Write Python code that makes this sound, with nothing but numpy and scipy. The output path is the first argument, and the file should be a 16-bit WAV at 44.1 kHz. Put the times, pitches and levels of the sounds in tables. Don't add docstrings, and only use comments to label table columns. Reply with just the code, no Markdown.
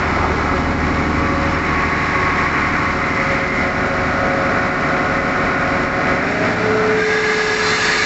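import sys
import numpy as np
from scipy import signal
from scipy.fft import rfft, irfft, next_fast_len
from scipy.io import wavfile
from scipy.ndimage import uniform_filter1d, map_coordinates

SR = 44100
rng = np.random.default_rng(int(sys.argv[2]) if len(sys.argv) > 2 else 0)


def master(y):
    cut = np.clip(np.atleast_2d(y).T, -1, 1)
    pcm = np.round(cut * 32767)
    wavfile.write(sys.argv[1], SR, pcm.astype(np.int16))


N = 355005

# the seconds of
WALK = [(0, 0.15, 0.51, 0.84), (-0.6, 0.86, 1.17, 2.17), (0.5, 1.3, 2.4, 3.7), (2.5, 3.95, 9.3, 7.06),
        (7, 7.057, 20, 9.5)]
# time in seconds, lobe passing rate in Hz.
IDLE_LOBE_RATE = [(0, 184.1), (1.9, 184.2), (3.1, 182.3), (5.5, 183.1)]
# frequency in Hz, full width in Hz, peak gain in dB.
HOUSING_MODES = [(394, 75, -2.5), (525.5, 160, 16), (733, 35, 8.5), (888, 40, -6), (983, 28, -4.5),
                 (1310, 230, 5), (1468, 90, 10), (1795, 50, -2.5), (1859, 72, 6), (2032, 75, 6.5),
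                 (2212, 15, 6), (2927, 56, 3), (3580, 10, 9), (3920, 140, 3.5), (5360, 210, 3.5)]
# multiple of the crank rate, relative level in dB.
ENGINE_ORDERS = [(1, -21), (2, -14), (4, -8), (5.5, -7), (6, -1), (7, -5), (7.5, -6), (8, -9), (8.5, -8),
                 (9, -2), (10.5, -2), (11, 0), (11.5, -7)]
GROWL_ORDERS = [(6, -10), (8, -5), (9, 0)]
# multiple of the rotor rate, relative dB along the side and at the gauge panel.
ROTOR_ORDERS = [(14.33, -15, -7), (15.2, -2.5, -9), (18, -4, -20), (19, -5, -9), (20, -4, -14),
                (22.33, -7, -20), (23, -3, -5.5), (25, -4, -9), (27.33, -5, -4), (28, -2, -2), (30, -5, -8),
                (30.67, -9, -4), (31, -15, -8), (32, -7, 0), (33, -12, -8), (36, -3, -9), (40, -9, -5),
                (44, -6, -3), (48, -4, -18), (49, -10, -9), (55, -12, -20), (64, -18, -26)]
# frequency in Hz, relative spectral density in dB.
RUMBLE_SPECTRUM = [(20, -26), (35, -15), (60, -13), (84, -10), (103, 0), (122, -8), (160, -5), (230, -5),
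                   (320, -6), (385, -3), (480, -8)]
CASING_SPECTRUM = [(400, -7.5), (500, -13), (600, -8.5), (720, -6), (850, 2.5), (960, 0.5), (1100, -5),
                   (1300, -2), (1480, -4), (1600, 0.5), (1760, -5.5), (2050, -11.5), (2300, -7.5),
                   (2600, -16), (3100, -30)]
HISS_SPECTRUM = [(1590, -32.5), (2700, -2.5), (3200, -7), (3660, -9), (3960, -6.5), (4690, -8.5),
                 (5440, -10.5), (6090, -14), (7350, -16.5), (7900, -29), (10300, -70.5), (17400, -120)]
RUSH_SPECTRUM = [(2700, 8), (3200, -11), (3800, -6), (4500, -8.5), (5100, -5.5), (5500, -9.5), (5900, -11),
                 (6600, -9), (7600, -6), (8000, -16)]
# time in seconds, level in dB.
TENTH_CRANK_LEVEL = [(0, -44), (.7, -26.5), (1.3, -29.5), (2.2, -40), (3.3, -35.5), (4.2, -30), (6.1, -31),
                     (6.28, -26), (6.46, -32), (6.65, -35), (7.1, -56)]
FOURTH_FIRING_LEVEL = [(0, -39), (.45, -36), (.7, -30), (1.25, -27.5), (2.3, -35.5), (2.75, -30),
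                       (3.6, -43), (4.3, -34), (6.1, -34.5), (6.6, -55)]
THIRD_LOBE_LEVEL = [(0, -46), (.65, -29.5), (.87, -36), (1.4, -27.5), (1.7, -36.5), (2.8, -35.5),
                    (3.15, -28.5), (3.7, -29), (4.2, -26.5), (4.7, -27.5), (5.2, -28), (6.15, -29),
                    (6.45, -28.5), (6.62, -38), (6.9, -34), (7.05, -49)]
SIXTH_LOBE_LEVEL = [(0, -44), (1.6, -38), (1.68, -27.5), (2.05, -28), (2.26, -23.5), (2.52, -30),
                    (2.88, -29.5), (3.1, -40), (4.3, -34.5), (6.1, -34.5), (6.5, -51)]
# time in seconds, level in dB.
CLATTER_LEVEL = [(0, -27), (1.0, -32), (2.1, -36), (2.7, -26), (3.5, -34.5), (4.5, -28), (6.05, -30.5),
                 (6.25, -30.5), (6.8, -21.5), (7.05, -33.5), (7.6, -26), (8.05, -29.5)]
KNOCK_LEVEL = [(0, -26), (.9, -28.5), (1.45, -27), (1.8, -23.5), (2.6, -23), (3.0, -26.5), (3.3, -25.5),
               (3.68, -28), (3.85, -28), (6.0, -27.5), (6.4, -23.5), (6.75, -28.5), (7.0, -24.5),
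               (7.65, -22.5), (8.05, -18.5)]
RING_LEVEL = [(0, -36), (1.5, -38.5), (1.9, -32.5), (3.68, -28), (3.8, -45), (6.8, -37), (7.1, -28),
              (8, -37)]
# frequency in Hz, half width in Hz, relative level in dB, dB gained at full flow.
WHISTLES = [(3590, 82, -0.5, -0.5), (4115, 82, -5, 7.5), (4390, 65, -2, 0), (4740, 50, -7, 6),
            (5460, 90, -2.5, -4.5), (5620, 40, -2.5, -4.5), (6500, 80, -10.5, 0)]
# centre in seconds, gain in dB.
SWELLS = [(.22, 1.3), (.57, 1.2), (.65, -1), (.77, -1.1), (.97, 1.1), (1.5, 1.5), (1.61, -1.8), (1.7, .9),
          (2.26, 1), (2.4, 1.1), (2.52, -1.1), (2.98, -.9), (3.24, 1.1), (3.33, 1.3), (3.51, -1.5),
          (3.62, 1.6), (3.72, -1.5), (4.73, -1.8), (4.86, 1.1), (5.22, -1.2), (5.45, 1.1), (5.56, -1),
          (5.72, 1.2), (5.91, -1.9), (6.1, 2.1), (6.23, -1.2), (6.37, -1.3), (6.46, 1.6), (7.7, 1),
          (7.88, 1)]
# centre and half length in seconds, pitch and half width in Hz, level in dB.
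RASPS = [(0.203, 0.061, 1254, 42, -23), (.24, 0.054, 823, 120, -22.5), (0.52, 0.13, 1278, 65, -24),
         (4.252, .11, 640, 60, -29), (4.41, .045, 635, 19, -26), (6.832, .025, 1427, 100, -24)]
# centre in seconds, level in dB.
SQUEAKS = [(1.468, -48), (1.548, -40), (1.703, -46)]
# time in seconds, level in dB.
GROWL_LEVEL = [(6.1, -60), (6.24, -27), (6.5, -30.5), (6.75, -29), (6.92, -30.5), (7.1, -40), (8.05, -46)]
BOOM_LEVEL = [(6.3, -65), (6.42, -31), (6.7, -30), (6.85, -35), (7.0, -55)]
HOWL_LEVEL = [(7.0, -25.5), (7.2, -25.5), (7.36, -22), (7.55, -26), (7.68, -28), (7.85, -23.5),
              (8.05, -26.5)]
# frequency in Hz, half width in Hz, level in dB.
VALVE_RINGS = [(3610, 70, -41.5), (4230, 130, -42), (5560, 140, -44)]

LOBES_PER_CRANK_TURN = 7.22
THROTTLE_AT_S, SPIN_UP_S, LOBE_RATE_RISE_HZ, SAG_HZ_PER_S = 6.18, .135, 35.1, 2.35
PIPE_HZ, PIPE_WIDTH_HZ, PIPE_LIFT_DB, PIPE_CATCHES_AT_S, PIPE_BUILDS_S = 432, 9, 11, 6.52, .17
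VALVE_AT_S, VALVE_OPENS_S, RUSH_BUILDS_S = 6.96, .04, .85
HOWL_HZ, HOWL_START_BELOW_HZ, HOWL_SETTLES_S, HOWL_THROB_HZ, HOWL_THROB_DB = 1683, 100, .15, 7.3, 1.3
SECONDS = np.arange(N) / SR


def from_db(db):
    return 10 ** (np.asarray(db) / 20)


def rms_one(x):
    return x / np.sqrt(np.mean(x ** 2) + 1e-20)


def in_time(curve):
    return np.interp(SECONDS, *np.transpose(curve))


def along(curve):
    return from_db(in_time(curve))


def throttle():
    return 1 - np.exp(-np.maximum(SECONDS - THROTTLE_AT_S, 0) / SPIN_UP_S)


def flow():
    return np.clip((SECONDS - VALVE_AT_S) / RUSH_BUILDS_S, 0, 1)


def nearness(stay):
    return np.interp(SECONDS, stay, [0, 1, 1, 0])


def level(db, corner=0, exhaust=0, door=0, panel=0, hatch=0, revved=0, flowing=0):
    nearby = sum(lift * nearness(stay) for stay, lift in zip(WALK, (corner, exhaust, door, panel, hatch)))
    return from_db(db + nearby + revved * throttle() + flowing * flow())


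def noise():
    return rng.standard_normal(N)


def drift(rate):
    knots = rng.standard_normal(1024)
    position = np.arange(0, N, 64) / SR * rate
    return map_coordinates(knots, [position], order=3, mode="wrap").repeat(64)[:N]


def filtered(x, gain_at):
    size = next_fast_len(N + 8192, True)
    hz = np.maximum(np.arange(size // 2 + 1) * SR / size, 1)
    return irfft(rfft(x, size) * gain_at(hz), size)[:N]


def band(x, spectrum, low_hz, high_hz):
    def gain_at(hz):
        points_hz, points_db = np.transpose(spectrum)
        envelope_db = np.interp(np.log(hz), np.log(points_hz), points_db)
        modes_db = sum(peak / (1 + (2 * (hz - f) / width) ** 2) for f, width, peak in HOUSING_MODES)
        skirts = np.sqrt((1 + (low_hz / hz) ** 24) * (1 + (hz / high_hz) ** 24))
        return from_db(envelope_db + modes_db) / skirts
    return rms_one(filtered(x, gain_at))


def resonance(x, hz, half_width_hz):
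    return rms_one(filtered(x, lambda f: 1 / (1 + ((f - hz) / half_width_hz) ** 2)))


def tone(turns, waver):
    angle = 2 * np.pi * (turns + rng.random()) + waver * drift(9)
    return np.sqrt(2) * np.sin(angle) * (1 + .5 * waver * drift(7))


def contacts(turns, harmonics):
    cycle = irfft(np.r_[0, np.exp(2j * np.pi * rng.random(harmonics))], 8192)
    return rms_one(np.interp(turns % 1, np.linspace(0, 1, len(cycle), endpoint=False), cycle))


def bursts(turns, strengths, depth):
    beats = turns * len(strengths)
    swell = np.sin(np.pi * beats) ** 4 * np.array(strengths)[beats.astype(int) % len(strengths)]
    return rms_one(noise() * (1 + depth * swell))


def exhaust_drone(crank, silencer_hz=278.6):
    orders = sum(from_db(db) * tone(order * crank, waver=.13) for order, db in ENGINE_ORDERS)
    silenced = filtered(orders, lambda hz: 1 / np.sqrt(1 + (hz / silencer_hz) ** 24))
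    steady = silenced / np.sqrt(uniform_filter1d(silenced ** 2, SR // 2))
    return level(-27, corner=-1.5, exhaust=4, panel=.5, hatch=-5.5, revved=-.5) * steady


def engine(crank):
    firings = 3 * crank
    boom = level(-32, exhaust=7, panel=-3.5, hatch=-4.5, revved=-12) * tone(firings, waver=.081)
    hum = along(TENTH_CRANK_LEVEL) * tone(10 * crank, waver=.1)
    hum += along(FOURTH_FIRING_LEVEL) * tone(4 * firings, waver=.12)
    fan_turns = 1.39 * crank
    fan = level(-37.5, exhaust=3, panel=-3.5, revved=-8) * tone(fan_turns, waver=.13)
    drone = exhaust_drone(crank)
    deep = level(-36, corner=3, exhaust=3, hatch=-5, revved=-3.5) * band(noise(), RUMBLE_SPECTRUM, 24, 88)
    flutter = level(-35.5, exhaust=2.5, hatch=-2.5, revved=-3) * band(noise(), RUMBLE_SPECTRUM, 88, 128)
    chuffs = bursts(crank / 2, [.9, .93, .5, .39, .36, .73], depth=1)
    rumble = band(chuffs, RUMBLE_SPECTRUM, 120, 445)
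    rumble *= level(-30, exhaust=2.5, panel=1.5, hatch=-2, revved=1.5)
    under_chassis = level(-38.5, corner=11, door=2.5, revved=-1) * resonance(noise(), 377, 37)
    return boom + hum + fan + drone + deep + flutter + rumble + under_chassis


def casing(crank, rotor):
    valve_gear = contacts(crank / 2 + .0002 * drift(25), harmonics=220)
    valve_gear *= level(-7, corner=-3, panel=2.5, revved=-3)
    puffs = bursts(rotor, [.77, .036, .93, .79], depth=.72)
    injection = bursts(crank / 2, [1, .55, .8, .35, .7, .3], depth=2.4)
    shake = puffs + valve_gear
    roar = band(shake, CASING_SPECTRUM, 544, 1100)
    roar *= level(-26, corner=3, exhaust=-4.5, door=-4, panel=-14.5, hatch=-6, revved=4.5, flowing=-.5)
    recess = level(-42, exhaust=5, door=-12, panel=11.5, hatch=-12, revved=4) * resonance(shake, 649, 116)
    rattle = rms_one(puffs + .9 * injection) + valve_gear
    rattle *= from_db(.8 * drift(25))
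    clatter = along(CLATTER_LEVEL) * band(rattle, CASING_SPECTRUM, 1035, 1420)
    knock = along(KNOCK_LEVEL) * band(rattle, CASING_SPECTRUM, 1746, 2800)
    door = level(-41.5, door=12, panel=-1.5, revved=-18.5) * resonance(rattle, 1131, 57)
    ring = along(RING_LEVEL) * from_db(1.5 * drift(12)) * resonance(puffs, 2065, 75)
    return roar + recess + clatter + knock + door + ring


def screw(rotor):
    lobes = 4 * rotor
    second = level(-33.5, exhaust=-5, revved=3.8, flowing=-4.8) * tone(2 * lobes, waver=.14)
    second *= discharge_pipe(2 * lobes)
    fading = from_db(1.5 * drift(8))
    turbulence = (.035 + .05 * throttle()) * drift(45)
    third = along(THIRD_LOBE_LEVEL) * tone(3 * lobes + turbulence, waver=.25) * (.9 + .22 * drift(30))
    sixth = along(SIXTH_LOBE_LEVEL) * tone(6 * lobes + .035 * drift(50), waver=.18)
    fourth = level(-42, exhaust=5, panel=10, revved=-10.5) * fading * tone(4 * lobes, waver=.078)
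    at_panel = nearness(WALK[3])
    whine = sum(from_db(side_db + (panel_db - side_db) * at_panel) * tone(order * rotor, waver=.3)
                for order, side_db, panel_db in ROTOR_ORDERS)
    whine *= level(-34.5, panel=3.5, hatch=2, revved=-7)
    return second + third + fourth + sixth + whine


def air(crank, rotor):
    engine_pulses = bursts(crank / 2, [.96, 1, .44, .4, .11, .12], depth=.35)
    hiss = band(engine_pulses, HISS_SPECTRUM, 2640, 9000)
    whistles = sum(from_db(db + growth_db * flow() + 2.5 * drift(7.8)) * resonance(noise(), hz, width)
                   for hz, width, db, growth_db in WHISTLES)
    rotor_pulses = bursts(rotor, [.85, .5, .73, .4], depth=.9) * from_db(1.1 * drift(18))
    rush = rms_one(band(rotor_pulses, RUSH_SPECTRUM, 2820, 7640) + .88 * rms_one(whistles))
    rush_share = np.clip(.069 + .12 * throttle() + .84 * flow(), 0, .92)
    gain = level(-36, exhaust=-1.5, panel=-1.5, hatch=-1.5, revved=2, flowing=11.5)
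    return gain * (np.sqrt(1 - rush_share) * hiss + np.sqrt(rush_share) * rush)


def level_swells(rate_hz=4.5, spread_db=.3, swell_half_s=.047):
    strongest_db = sum(db * np.exp(-((SECONDS - s) / swell_half_s) ** 2) for s, db in SWELLS)
    return from_db(strongest_db + spread_db * resonance(noise(), rate_hz, half_width_hz=3))


def rasps(fall_hz_per_s=500):
    out = np.zeros(N)
    for s, half_s, hz, half_width_hz, db in RASPS:
        since = SECONDS - s
        angle = 2 * np.pi * (hz - fall_hz_per_s * since / 2) * since
        rasp = np.sqrt(2) * resonance(noise(), 0, half_width_hz) * np.sin(angle)
        out += from_db(db) * np.exp(-(since / half_s) ** 2) * rasp
    return out


def squeaks(hz=5440, half_s=.009):
    envelope = sum(from_db(db) * np.exp(-((SECONDS - s) / half_s) ** 2) for s, db in SQUEAKS)
    return envelope * tone(hz * SECONDS, waver=.2)


def growl(crank, boom_hz=111):
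    orders = sum(from_db(db) * tone(order * crank, waver=.17) for order, db in GROWL_ORDERS)
    rough = rms_one(orders * (1 + .25 * drift(60)))
    return along(GROWL_LEVEL) * rough + along(BOOM_LEVEL) * tone(boom_hz * SECONDS, waver=.35)


def discharge_pipe(turns):
    detuning = (np.gradient(turns) * SR - PIPE_HZ) / (PIPE_WIDTH_HZ / 2)
    caught = np.clip((SECONDS - PIPE_CATCHES_AT_S) / PIPE_BUILDS_S, 0, 1)
    return from_db(PIPE_LIFT_DB * caught / (1 + detuning ** 2))


def intake_howl():
    open_s = np.maximum(SECONDS - VALVE_AT_S, 0)
    turns = np.cumsum(HOWL_HZ - HOWL_START_BELOW_HZ * np.exp(-open_s / HOWL_SETTLES_S)) / SR
    throb = from_db(-HOWL_THROB_DB * np.cos(2 * np.pi * HOWL_THROB_HZ * open_s))
    howl = throb * tone(turns + .19 * drift(90), waver=.15) * (1 + .7 * drift(170))
    undertone = level(-30.5, flowing=-2) * resonance(noise(), 1202, 38)
    gap_hiss = level(-39.5, flowing=2) * band(noise(), RUSH_SPECTRUM, 3400, 7000)
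    ringing = sum(from_db(db + 2 * drift(14)) * resonance(noise(), hz, width)
                  for hz, width, db in VALVE_RINGS)
    opening = np.minimum(open_s / VALVE_OPENS_S, 1)
    return opening * (along(HOWL_LEVEL) * rms_one(howl) + undertone + gap_hiss + ringing)


def scene():
    sag_hz = SAG_HZ_PER_S * np.maximum(SECONDS - THROTTLE_AT_S, 0)
    lobe_hz = in_time(IDLE_LOBE_RATE) + LOBE_RATE_RISE_HZ * throttle() - sag_hz
    lobes = np.cumsum(lobe_hz) / SR
    crank, rotor = lobes / LOBES_PER_CRANK_TURN, lobes / 4
    mix = engine(crank) + growl(crank) + casing(crank, rotor) + screw(rotor)
    mix += air(crank, rotor) + intake_howl()
    return (level_swells() * mix + squeaks() + rasps())[None]


def record(dry):
    ceiling, cutoff_hz = .55, 7880
    rounded = dry / (1 + (dry / ceiling) ** 6) ** (1 / 6)
    return signal.sosfilt(signal.ellip(10, .3, 80, cutoff_hz, fs=SR, output="sos"), rounded)


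dry = scene()
out = record(dry)
master(out)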